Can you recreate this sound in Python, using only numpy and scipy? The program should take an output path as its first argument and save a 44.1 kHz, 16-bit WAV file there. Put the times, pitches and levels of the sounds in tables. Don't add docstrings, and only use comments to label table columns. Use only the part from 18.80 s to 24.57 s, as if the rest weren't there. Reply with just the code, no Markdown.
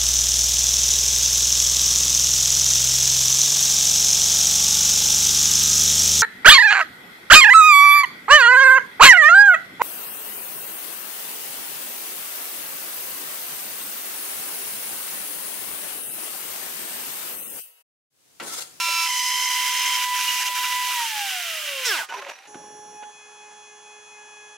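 import sys
import numpy as np
from scipy import signal
from scipy.fft import rfft, irfft, next_fast_len
from scipy.io import wavfile
from scipy.ndimage import uniform_filter1d

SR = 44100
rng = np.random.default_rng(int(sys.argv[2]) if len(sys.argv) > 2 else 0)


def ratio(d):
    e = np.asarray(d, float) / 20
    return 10 ** e


def persist_wave(psi):
    counts = np.round(np.clip(psi, -1, 1) * 32767).astype(np.int16)
    wavfile.write(sys.argv[1], SR, np.atleast_2d(counts).T)


N = 254445
T = np.arange(N) / SR
FULL_HZ = 993.2
CHANGE_S = 3.672

# time_s, level_db
SHAKE = [(0, -1), (.4, 0), (.47, 0.5), (.6, -0.5), (.8, 0), (1.13, 0), (1.33, 3.5), (1.46, -0.5),
         (1.66, -1.5), (1.78, 2), (1.87, -0.5), (1.94, 3.5), (2.13, -0.5), (2.9, 1.5), (3.135, 0),
         (3.16, -5), (3.22, -21)]
# rotation_hz, level_db
MOUNT = [(300, -48), (440, -37.5), (555, -42), (660, -47.5), (740, -37), (825, -32.5), (940, -26.5),
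         (993, -31)]
# rotation_hz, level_db
SECOND_MOUNT = [(400, -46), (520, -48), (555, -56), (600, -51), (690, -45), (770, -41), (875, -39),
                (910, -54), (945, -35), (993, -38)]
# centre_hz, width_hz
CANCELLED = [(888, 36), (766, 18), (696, 8), (604, 10), (584, 5), (503, 14)]
UPPER_ORDERS = [3, 4, 5, 6, 8, 9, 12]
UPPER_DB = [-50, -50, -49, -52, -53, -56, -53]
# freq_hz, gain_db
HOUSING = [(1500, 2), (1900, -1), (2250, 7), (2600, 0), (2980, 4), (3150, 5), (3600, -1), (4600, -3),
           (6500, 1), (7300, -4), (7950, 0), (9300, -9), (9900, 0), (12000, 0)]
# freq_hz, density_db_per_hz
HISS = [(80, -62), (300, -61), (650, -47), (850, -18.5), (1200, -20), (1600, -15), (2100, -9.5), (2900, -5),
        (4300, -12.5), (6000, -13.5), (9000, -17), (11800, -17), (15500, -21.5)]
# freq_hz, width_hz, gain_db
TABLE_MODES = [(602, 5.4, 9.5), (300, 34, -8.5), (784, 26, 8.5)]
# time_s, depth_db, brightness_db
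CUT = [(0, -45.5, 15), (.26, -39, 12), (.55, -31.5, 7), (.85, -24, -1.5), (1.2, -21.5, -5.5),
       (1.35, -21.5, -2.5), (1.52, -23.5, -0.5), (1.67, -21, -2), (1.85, -23, -5.5), (2.1, -25.5, -4.5),
       (2.4, -24.5, -6.5), (3.02, -26, -12.5), (3.05, -21.5, -6)]
# freq_hz, width_hz, gain_db
FRAME_MODES = [(1500, 300, -6.5), (2000, 113, -2.5), (2320, 114, -0.5), (2818, 117, 3.5), (3150, 80, 2.5),
               (3660, 650, -11)]
# freq_hz, width_hz, gain_db
BIT_MODES = [(4250, 210, -1), (4890, 300, 3.5), (6060, 1020, 3.5), (11600, 1100, -4)]
# start_s, length_s, level_db
SKIPS = [
    (1.245, .085, -11),
    (1.632, .014, -10),
    (1.685, .06, -12),
    (1.79, .03, -5),
    (1.86, .01, -6),
    (1.96, .05, -5),
    (2.42, .04, -4),
]
# freq_hz, density_db_per_hz
SHOP = [(18, -67), (30, -31), (120, -19), (355, -14.5), (422, -12), (691, -11), (842, -1), (2210, -15),
        (2560, -12), (3120, -19), (3360, -19.5), (11000, -22), (14300, -48), (22000, -120)]
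# freq_hz, side_minus_mid_db
SHOP_SIDE = [(40, -20), (120, 0), (250, -13), (900, -3), (1300, -6.5), (4000, -3), (11000, -3)]
# time_s, beat_hz, level_db
SING = [
    (0, 1360, 2),
    (.1, 1350, 2),
    (.2, 1339, 4),
    (.25, 1337, 1.5),
    (.27, 1325, -6),
]
SQUEAL_PAIRS = [(1, 0), (2, 0), (3, 0), (4, 0), (7, 0), (1, 1), (2, 1), (3, 1), (2, 2), (3, 2), (1, 5),
                (2, 4), (6, 1)]
SQUEAL_DB = [-36, -33, -39, -36, -51, -37, -50, -41, -49, -48, -47, -42, -48]
# time_s, rate_hz, level_db, upper_orders_db
CHATTER = [
    (.262, 1024, -30, 2.5),
    (.44, 1014, -29.5, 6),
    (.66, 1033, -28.5, 3.5),
    (.74, 1004, -28.5, 2.5),
    (.83, 1031, -30.5, 0.5),
    (1.0, 1042, -30, 3),
    (1.15, 1047, -29, 3),
    (1.22, 985, -32, -10),
    (1.26, 980, -60, -6),
]
# multiple, level_db
JUDDER_ORDERS = [(1, -13.5), (2, -1), (3, 0), (4, -15.5), (5, -5.5), (6, -8), (7, -15), (8, -17), (9, -18),
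                 (11, -24)]
# time_s, level_db
STUMBLES = [
    (.468, -9),
    (.643, -7),
    (.692, -10),
    (1.035, -8),
]
# start_s, length_s, centre_hz, level_db
GRAZES = [(1.23, 0.022, 1450, -44), (1.339, 0.027, 1900, -37), (1.58, .03, 830, -47),
          (1.629, .02, 835, -44), (1.6, 0.037, 1810, -36), (1.761, 0.022, 1500, -38.5),
          (1.828, 0.038, 1490, -36.5), (1.89, .015, 1800, -42), (2.075, .03, 815, -47),
          (2.1, .04, 1380, -41), (2.197, 0.015, 1310, -40), (2.25, .015, 1500, -45),
          (2.537, .025, 2000, -36), (2.603, 0.013, 1900, -39), (2.816, .012, 1380, -39)]
# time_s, pitch_hz, level_db
HOWL = [
    (1.33, 2750, -40),
    (1.36, 3130, -31.5),
    (1.41, 2760, -36),
    (1.45, 2884, -34),
    (1.5, 2917, -29),
    (1.55, 2954, -36),
    (1.6, 2790, -28.5),
    (1.635, 2740, -34),
    (1.675, 2830, -31),
]
# time_s, level_db, grit_db
RUB = [
    (3.02, -60, -20),
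    (3.043, -38, -9),
    (3.056, -25.5, 3),
    (3.104, -25, -4),
    (3.122, -22, -12),
    (3.15, -27, -2.5),
    (3.195, -28, 0),
    (3.238, -36.5, -5),
    (3.275, -54.5, 6),
]
# multiple, level_db
RUB_ORDERS = [(2, -13), (3, -5), (4, -1), (5, -6), (6, -9), (7, -6), (8, -1), (9, -11), (10, -10),
              (11, -11), (12, -3), (13, -9), (14, -14), (15, -12), (16, -12), (18, -16)]
# freq_hz, width_hz, gain_db
BOARD_MODES = [(950, 29, 4), (1474, 36, 13), (1620, 82, 7), (2030, 110, 7.5), (2640, 78, -2), (3250, 72, 6),
               (5350, 150, 6), (5960, 60, 3), (6300, 36, -10)]
# start_s, length_s, start_hz, end_hz, level_db
GROANS = [(3.15, .03, 1500, 1490, -33), (3.19, .06, 1490, 1490, -35), (3.2, .02, 700, 650, -38),
          (3.225, .018, 900, 800, -39), (3.186, .02, 930, 900, -31), (3.289, .05, 1490, 1480, -36),
          (3.308, .03, 900, 950, -35), (3.339, .016, 990, 1000, -28), (3.355, .018, 990, 980, -33),
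          (3.37, .035, 850, 830, -41), (3.39, .05, 1040, 1080, -39), (3.35, .065, 410, 390, -43),
          (3.42, .03, 570, 560, -41), (3.458, .03, 570, 550, -38), (3.494, .018, 580, 580, -40),
          (3.49, .04, 960, 940, -43), (3.287, .03, 3000, 2950, -42), (3.365, .025, 5850, 5820, -48),
          (3.525, .035, 5800, 5800, -50), (3.592, .018, 5800, 5800, -54), (3.555, .03, 3900, 3850, -56),
          (3.56, .07, 760, 790, -54), (3.63, .04, 800, 830, -56)]
# start_s, length_s, level_db, bass_db
RATTLE = [
    (3.284, 0.11, -40.5, -1.5),
    (3.414, 0.099, -43, 0),
    (3.528, 0.14, -50, -4.5),
]
# freq_hz, width_hz, gain_db
RATTLE_MODES = [(586, 310, -3), (990, 180, 0.5), (1380, 240, -1.5), (1820, 260, 6), (2620, 740, 1),
                (3740, 21, -2), (3900, 37, -8), (5940, 220, -8), (6480, 90, -8.5), (7150, 29, -9)]
# time_s, peak_db, low_hz, high_hz, t60_s
KNOCKS = [
    (3.291, -43, 1450, 2950, 0.07),
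    (3.421, -34, 1130, 2580, 0.055),
    (3.744, -25.5, 810, 1500, 0.053),
    (3.755, -31.5, 333, 1480, 0.05),
    (3.767, -38, 297, 520, .07),
    (4.225, -27, 870, 2550, 0.046),
    (4.232, -27.5, 1470, 2890, 0.055),
    (4.229, -38, 4300, 5000, .04),
]
# time_s, peak_db
TICKS = [(3.312, -36), (3.324, -26), (3.392, -27), (3.423, -26), (3.442, -32), (3.448, -27), (3.466, -26),
         (3.474, -26), (3.495, -28), (3.499, -34), (3.518, -33)]
# multiple, level_db
STEP_ORDERS = [(14, -24), (28, -18), (29, -8), (30, -14), (31, -5), (32, -13), (33, -7), (34, -19),
               (35, -13), (43, -19), (47, -19), (51, -10)]
FAINT_ORDERS = [1, 3, 5, 9, 11, 18, 21, 23, 24, 36, 37, 39, 40, 41, 42, 44, 45, 48, 49, 50, 52]
# multiple, pulling_db, free_db, swell_0_1, loudest_s
SWELLING = [(2.01, -52, -56.5, 0.22, 3.98), (4, -47, -54.5, 0.02, 3.99), (8, -59, -58.5, 0.33, 3.98),
            (10, -73, -65, 1, 3.96), (12.02, -65, -52.5, 0.41, 3.92), (16, -60, -57, 0.09, 3.9),
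            (19.96, -71, -67.5, 0.3, 3.9), (27, -56, -65, 0.07, 3.9), (25, -81, -67, .1, 3.9)]
# multiple, start_s, length_s, level_db
SURGES = [(4, 4.17, .125, 3), (4, 4.2, .095, 2.5), (8, 4.91, .03, 3), (8, 5.3, .04, -6), (10, 5.27, .1, 8),
          (4, 4.38, .09, -9), (4, 4.62, .2, 3), (4, 4.79, .03, 2), (4, 4.84, .06, -4), (4, 5.38, .04, 4),
          (4, 5.2, .1, -3), (4, 5.66, .03, -5), (8, 4.22, .03, 6), (8, 5.39, .4, 6), (12, 4.15, .1, 8),
          (12, 4.94, .1, -5), (12, 4.7, .12, -2), (8, 4.33, .06, -5), (8, 5.05, .08, -3), (12, 5.26, .5, 2),
          (2, 4.19, .1, -8), (2, 4.33, .11, -3), (27, 4.22, .1, -7), (16, 4.22, .08, 5), (16, 3.7, .07, -5),
          (16, 4.66, .03, -6), (16, 5.36, .04, -5), (16, 4.9, .05, -3)]
# freq_hz, level_db
FAN_LINES = [(1753, -65.5), (2885, -71)]
# freq_hz, quarter_cycle_late_side_db
STEPPER_SIDE = [(420, -13), (840, -5.5), (1680, -6.5), (2520, -12), (3360, -11), (6500, -4.5), (10700, -12)]
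# freq_hz, left_minus_right_db
STEPPER_LEAN = [(420, -1.5), (840, -3.5), (1680, -2), (2520, 5.5), (3360, -3.5), (6500, -1.5),
                (10700, -0.5)]
# time_s, rumble_db, fade_db_per_s
JERKS = [
    (3.674, -50.5, 270),
    (3.743, -48.5, 93),
    (4.232, -63, 400),
]
# freq_hz, side_minus_mid_db
SIDE_SHARE = [(40, -22), (130, -16), (300, -19), (600, -18), (900, -14), (1500, -11), (3000, -10),
              (6000, -6), (10000, -3), (15000, -2)]
# freq_hz, left_minus_right_db
LEAN = [(300, 0.5), (800, -.5), (1400, -2.5), (2800, -2.5), (6000, -1.5), (12000, -2)]


def curves(table):
    s, *cols = np.transpose(table)
    gate = np.clip(np.minimum(T - s[0] + 0.0028, s[-1] + 0.014 - T) / 0.0019, 0, 1)
    return [np.interp(T, s, c) for c in cols], gate


def hold(start, length, attack, release):
    return np.clip(np.minimum((T - start) / attack, (start + length - T) / release + 1), 0, 1)


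def unit(x):
    return x / np.sqrt(np.mean(x ** 2) + 1e-30)


def shape(x, points, scale=1):
    hz, db = np.transpose(points)
    size = next_fast_len(len(x))
    f = np.maximum(np.fft.rfftfreq(size, 1 / SR), 1)
    gain = ratio(scale * np.interp(np.log(f), np.log(hz), db))
    return irfft(rfft(x, size) * gain, size)[:len(x)]


def ring(x, modes):
    return sum((-1) ** k * ratio(db) * signal.lfilter(*signal.iirpeak(hz, hz / width, SR), x)
               for k, (hz, width, db) in enumerate(modes))


def band(x, lo_hz, hi_hz):
    return unit(signal.sosfilt(signal.butter(3, [lo_hz, hi_hz], "band", fs=SR, output="sos"), x))


def walk(rate, size=N):
    at = np.arange(size) * rate / SR
    levels = rng.standard_normal(int(np.ceil(at[-1] + 2)))
    return 1.4 * np.interp(at, np.arange(at[-1] + 2), levels)


def tone(turns, order, db, waver_db=2, rate=12, scatter=1):
    level = ratio(db + waver_db * walk(rate, size=len(turns)))
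    return np.sqrt(2) * level * np.sin(2 * np.pi * (order * turns + scatter * rng.random()))


def grit(rate, spread_db):
    hits = rng.random(N) < rate / SR
    return unit(hits * rng.standard_normal(N) * ratio(spread_db * rng.exponential(size=N)))


def speed():
    off_s, coast_tau_s, friction_hz = 2.133, 1.82, 242.7
    touch_s, brake_hz_per_s, brake_curve, crawl_hz = 3.063, 2230, 1.15, 153
    coast = (FULL_HZ + friction_hz) * np.exp(-np.maximum(T - off_s, 0) / coast_tau_s) - friction_hz
    brake = brake_hz_per_s * np.maximum(T - touch_s, 0) ** brake_curve
    hz = np.maximum(coast - brake, crawl_hz)
    return uniform_filter1d(hz, size=1024) * (1 + 0.00081 * walk(39.9))


def contact():
    edge_s, back_s = .008, .016
    return .9 * walk(29.98) + sum(db * hold(s, length, edge_s, back_s) for s, length, db in SKIPS)


def spindle(turns, hz):
    cancel_floor = .02
    seated_db = -30
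    upper_fall = .55
    (shake_db,), on = curves(SHAKE)
    slow_db = 35 * np.log10(hz / FULL_HZ)
    tone_db = shake_db + np.interp(hz, *np.transpose(MOUNT))
    for f, width in CANCELLED:
        tone_db += 10 * np.log10(1 + cancel_floor - 1 / (1 + ((hz - f) / width) ** 2))
    second_db = np.interp(hz, *np.transpose(SECOND_MOUNT)) + seated_db * (T < CHATTER[0][0]) + shake_db
    lines = tone(turns, 1, tone_db, waver_db=.5) + tone(turns, 2, second_db, waver_db=1.5)
    for k, db in zip(UPPER_ORDERS, UPPER_DB):
        upper_db = db + upper_fall * slow_db + np.interp(k * hz, *np.transpose(HOUSING))
        lines += tone(turns, k, upper_db, waver_db=2.2, rate=25)
    runout = ratio(tone_db - 25.0) * walk(150) * np.sin(2 * np.pi * turns)
    return on * (lines + runout)


def air(hz, grip_db):
    hiss_db, rub_hiss_db, hum_db, rub_hum_db = -34.5, -15, -67, -35
    stall_s, skip_share = 3.25, .13
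    (rub_db, _), rub = curves(RUB)
    spin = hold(-1, stall_s + 1, .01, 0.0086) * (hz / FULL_HZ)
    buried_db = -3.5 * hold(.26, .42, 0.025, 0.047)
    hiss = spin * ratio(hiss_db + skip_share * grip_db + buried_db) + rub * ratio(rub_db + rub_hiss_db)
    hiss *= ratio(6 + .5 * walk(11.06))
    hum = spin * ratio(hum_db + 5.6 * walk(21.16)) + rub * ratio(rub_db + rub_hum_db)
    table = band(ring(rng.standard_normal(N), TABLE_MODES), 263, 750)
    return hiss * unit(shape(rng.standard_normal(N), HISS)) + hum * ratio(0.5) * table


def cutting(turns, grip_db):
    (db, bright_db), on = curves(CUT)
    bite = 1 + .5 * np.cos(2 * np.pi * turns)
    chips = bite * (rng.standard_normal(N) + .6 * grit(1500, 2))
    db = db + .8 * walk(25)
    body = unit(ring(chips, FRAME_MODES)) + ratio(bright_db + 1.5) * unit(ring(chips, BIT_MODES))
    return on * ratio(db + grip_db - 8.5) * body


def shop():
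    level = ratio(-54.5 + .7 * walk(4) + .8 * walk(15))
    hum = level * unit(shape(rng.standard_normal(N), SHOP))
    late = np.clip((T - CHANGE_S) / 0.014, 0, 1)
    early = ratio(-6.5) * shape(hum, [(80, -35), (200, -20), (400, 0)])
    return (1 - late) * early + late * hum


def squeal(turns):
    (hz, db), on = curves(SING)
    live = on > 0
    beats = np.cumsum(hz[live]) / SR
    song = sum(tone(m * beats + n * turns[live], 1, d, waver_db=.6, rate=32.0)
               for (m, n), d in zip(SQUEAL_PAIRS, SQUEAL_DB))
    on[live] *= ratio(db[live]) * song
    return on


def chatter(turns):
    uneven, wander = .38, .007
    throb, stumble_s = .3, .004
    cols, on = curves(CHATTER)
    live = on > 0
    hz, db, bright_db = (c[live] for c in cols)
    size = len(hz)
    rate_hz = hz * (1 + .006 * uneven * walk(500, size=size) + wander * walk(220, size=size))
    beats = np.cumsum(rate_hz) / SR
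    orders = 0
    for k, d in JUDDER_ORDERS:
        line = tone(beats - .25 / k, k, d + bright_db * (k > 3), waver_db=1, rate=40, scatter=.15)
        orders = orders + line * (1 - uneven + uneven * walk(450, size=size))
    on *= ratio(sum(d * hold(s, stumble_s, stumble_s, stumble_s) for s, d in STUMBLES))
    flutes = 1 + throb * np.cos(2 * np.pi * 2 * (beats - turns[live]))
    on[live] *= ratio(db - 0.5) * flutes * orders
    return on


def grazes():
    octaves, edge_s = 0.25, .006
    out = np.zeros(N)
    for s, length, hz, db in GRAZES:
        at = slice(int((s - .01) * SR), int((s + length + .03) * SR))
        scrape = band(rng.standard_normal(4096), hz / 2 ** octaves, hz * 2 ** octaves)
        envelope = hold(s, length, edge_s / 2, edge_s * 2)[at]
        out[at] += ratio(db) * envelope * scrape[:at.stop - at.start]
    return out


def howl():
    (hz, db), on = curves(HOWL)
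    live = on > 0
    size = live.sum()
    turns = np.cumsum(hz[live] * (1 + .012 * walk(80, size=size))) / SR
    on[live] *= sum(tone(turns, k, db[live] + d, waver_db=2, rate=40) * (.6 + .5 * walk(200, size=size))
                    for k, d in ((1, 0), (.86, -5)))
    return on


def rubbing(turns):
    low_fade_db_per_s, high_fade_db_per_s = -260, -50
    (db, grit_db), on = curves(RUB)
    fade_db = -60 * np.clip(T - 3.09, 0, 1)
    late_s = np.clip(T - 3.15, 0, .2)
    orders = 0
    for k, d in RUB_ORDERS:
        order_db = d + (grit_db + 5.5 + fade_db) * (k > 9)
        order_db = order_db + late_s * (low_fade_db_per_s if k < 5 else high_fade_db_per_s)
        orders = orders + tone(turns, k, order_db, waver_db=1.35, rate=60)
    scrape = .3 * unit(ring(rng.standard_normal(N), BOARD_MODES)) + .24 * band(grit(1500, 1), 450, 4000)
    rasp = .8 * orders + .9 * ring(orders, BOARD_MODES) + scrape
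    rasp /= np.sqrt(uniform_filter1d(rasp ** 2, 2048))
    return on * ratio(db) * (rasp + ratio(grit_db - 8.0) * band(rng.standard_normal(N), 2900, 8400))


def groans():
    out = np.zeros(N)
    for s, length, start_hz, end_hz, db in GROANS:
        part = np.linspace(0, 1, int(length * SR))
        at = int(s * SR)
        turns = np.cumsum(start_hz + (end_hz - start_hz) * part) / SR
        creak = tone(turns, 1.0, db - 2.0, waver_db=0.5, rate=103)
        out[at:at + len(part)] += np.sqrt(np.sin(np.pi * part)) * creak
    return out


def rattle():
    attack_s, release_s = 0.0073, 0.031
    body = ring(grit(4000, 1) + rng.standard_normal(N), RATTLE_MODES) + .08 * grit(3000, 1)
    low, mid = band(body, 250, 1420), band(body, 1490, 2650)
    fizz = ratio(-14.0) * band(rng.standard_normal(N), 9200, 13100)
    high = ratio(-5.5) * (band(body, 3500, 9500) + fizz)
    shudders = sum(hold(s, length, attack_s, release_s) * ratio(db) * (ratio(bass_db) * low + mid + high)
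                   for s, length, db, bass_db in RATTLE)
    return ratio(2.2 * walk(120)) * shudders


def knocks():
    out, t = np.zeros(N + 8192), np.arange(8192) / SR
    for s, db, low_hz, high_hz, t60 in KNOCKS:
        fade = np.exp(-np.log(1000) * t / t60) * np.minimum(t / 0.00083, 1)
        crack = 0.86 * fade * band(rng.standard_normal(8192), 260, 3400)
        crack += .1 * fade ** 3 * rng.standard_normal(8192)
        modes = np.sin(2 * np.pi * low_hz * t) + 0.76 * np.sin(2 * np.pi * high_hz * t)
        out[int(s * SR):int(s * SR) + 8192] += ratio(db - 12.0) * (fade * modes + crack)
    return shape(out[:N], [(60, -32), (250, 7.5), (8000, -8.5), (14000, -12)])


def ticks():
    t60_s = 0.025
    out, fade = np.zeros(N), np.exp(-np.log(1000) * np.arange(2048) / SR / t60_s)
    for s, db in TICKS:
        click = fade * band(rng.standard_normal(2048), 534, 2800)
        click += 0.32 * fade ** 8 * band(rng.standard_normal(2048), 1500, 7000)
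        out[int(s * SR):int(s * SR) + 2048] += ratio(db - 5) * click
    return out


def stepper():
    step_hz, step_db, faint_db, steps_per_turn = 209.87, -55, -28, 50
    free_s, freeing_s, start_s = 4.31, .04, .1
    edge_s, drop_s = 0.024, .015
    waver_db, scatter = .6, .42
    late = T >= CHANGE_S
    t = T[late]
    steps = step_hz * t
    free = np.clip((t - free_s) / freeing_s + .5, 0, 1)
    start = np.clip(.5 + .5 * (t - CHANGE_S) / start_s, 0, 1)
    steady = list(STEP_ORDERS) + [(k, faint_db) for k in FAINT_ORDERS]
    song = sum(tone(steps, k, step_db + db, waver_db=waver_db, rate=9.9, scatter=scatter)
               for k, db in steady)
    for k, pull_db, free_db, swell, loud_s in SWELLING:
        db = pull_db + (free_db - pull_db) * free
        for m, s, length, d in SURGES:
            if m == round(k):
                db = db + d * hold(s - edge_s, length + edge_s, edge_s, drop_s)[late]
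        dip = np.sin(np.pi * step_hz / steps_per_turn * (t - loud_s)) ** 2
        turn = 1 - np.clip(swell, 0, 1) * dip
        line = tone(steps, round(k), db, waver_db=waver_db, rate=10.93, scatter=scatter)
        song += turn * start * line
    fans = sum(tone(hz * t, 1, db) for hz, db in FAN_LINES)
    return np.r_[np.zeros(N - late.sum()), song + fans]


def drag():
    pull_s, slip_s, rumble_db, scratch_db, after_db = 3.75, 4.17, -59, -63, -11
    stick_slip_hz, stick_depth = 57.44, 0.53
    rumble = band(grit(1500, 1), 150, 620)
    slips = np.cumsum(stick_slip_hz * (1 + 0.1475 * walk(30))) / SR
    rumble *= 1 + stick_depth * np.cos(2 * np.pi * slips)
    scratch = band(rng.standard_normal(N), 9900, 11000) + .6 * band(rng.standard_normal(N), 5200, 7200)
    jerks = sum(hold(s, 1, 0.0038, .1) * ratio(db - fade * np.maximum(T - s, 0)) for s, db, fade in JERKS)
    after = ratio(after_db) * hold(slip_s, 0.16, .03, .15)
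    pull = ratio(rumble_db) * (hold(pull_s, slip_s - pull_s, .01, 0.029) + after)
    scrape = hold(CHANGE_S, slip_s - CHANGE_S, 0.004, 0.048) + after
    scrape += .5 * hold(4.5, 0.044, .005, .04) - 0.55 * hold(4.04, 0.025, 0.022, .005)
    return ratio(-1.0) * (jerks + pull) * rumble + ratio(scratch_db + 2.5) * scrape * scratch


def scene():
    hz, grip_db = speed(), contact()
    turns = np.cumsum(hz) / SR
    rotor = spindle(turns, hz)
    clear = squeal(turns) + chatter(turns) + grazes() + howl() + rubbing(turns)
    clear += groans() + rattle() + knocks() + ticks()
    steps = stepper()
    mid, wide = (air(hz, grip_db) + cutting(turns, grip_db) + drag() for _ in range(2))
    echo = rng.standard_normal(4096) * np.exp(-np.arange(4096) / SR / 0.02)
    echo /= np.sqrt(np.sum(echo ** 2))
    walls = signal.fftconvolve(clear + .4 * rotor, echo)[:N]
    side = shape(walls + wide, SIDE_SHARE) + shape(shop(), SHOP_SIDE)
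    mid = mid + rotor + clear + shop()
    quarter_late = signal.hilbert(steps, next_fast_len(N)).imag[:N]
    late = shape(quarter_late, STEPPER_SIDE)
    return np.array([shape(mid + way * side, LEAN, scale=way / 2)
                     + shape(steps + way * late, STEPPER_LEAN, scale=way / 2) for way in (1, -1)])


def roll_off(x):
    return signal.sosfilt(signal.butter(12, 16670, fs=SR, output="sos"), x)


def record(dry):
    bend, top_hz, late_top_hz = 0.12, 15750, 10950
    power = dry.mean(axis=0) ** 2
    bent = dry + bend * (uniform_filter1d(power, size=128) - uniform_filter1d(power, 4096))
    bent = signal.sosfilt(signal.ellip(8, .1, 60, top_hz, fs=SR, output="sos"), bent)
    dull = signal.sosfiltfilt(signal.ellip(8, .1, 40, late_top_hz, fs=SR, output="sos"), bent)
    return roll_off(np.where(T < CHANGE_S, bent, dull))


dry = scene()
out = record(dry)
persist_wave(out)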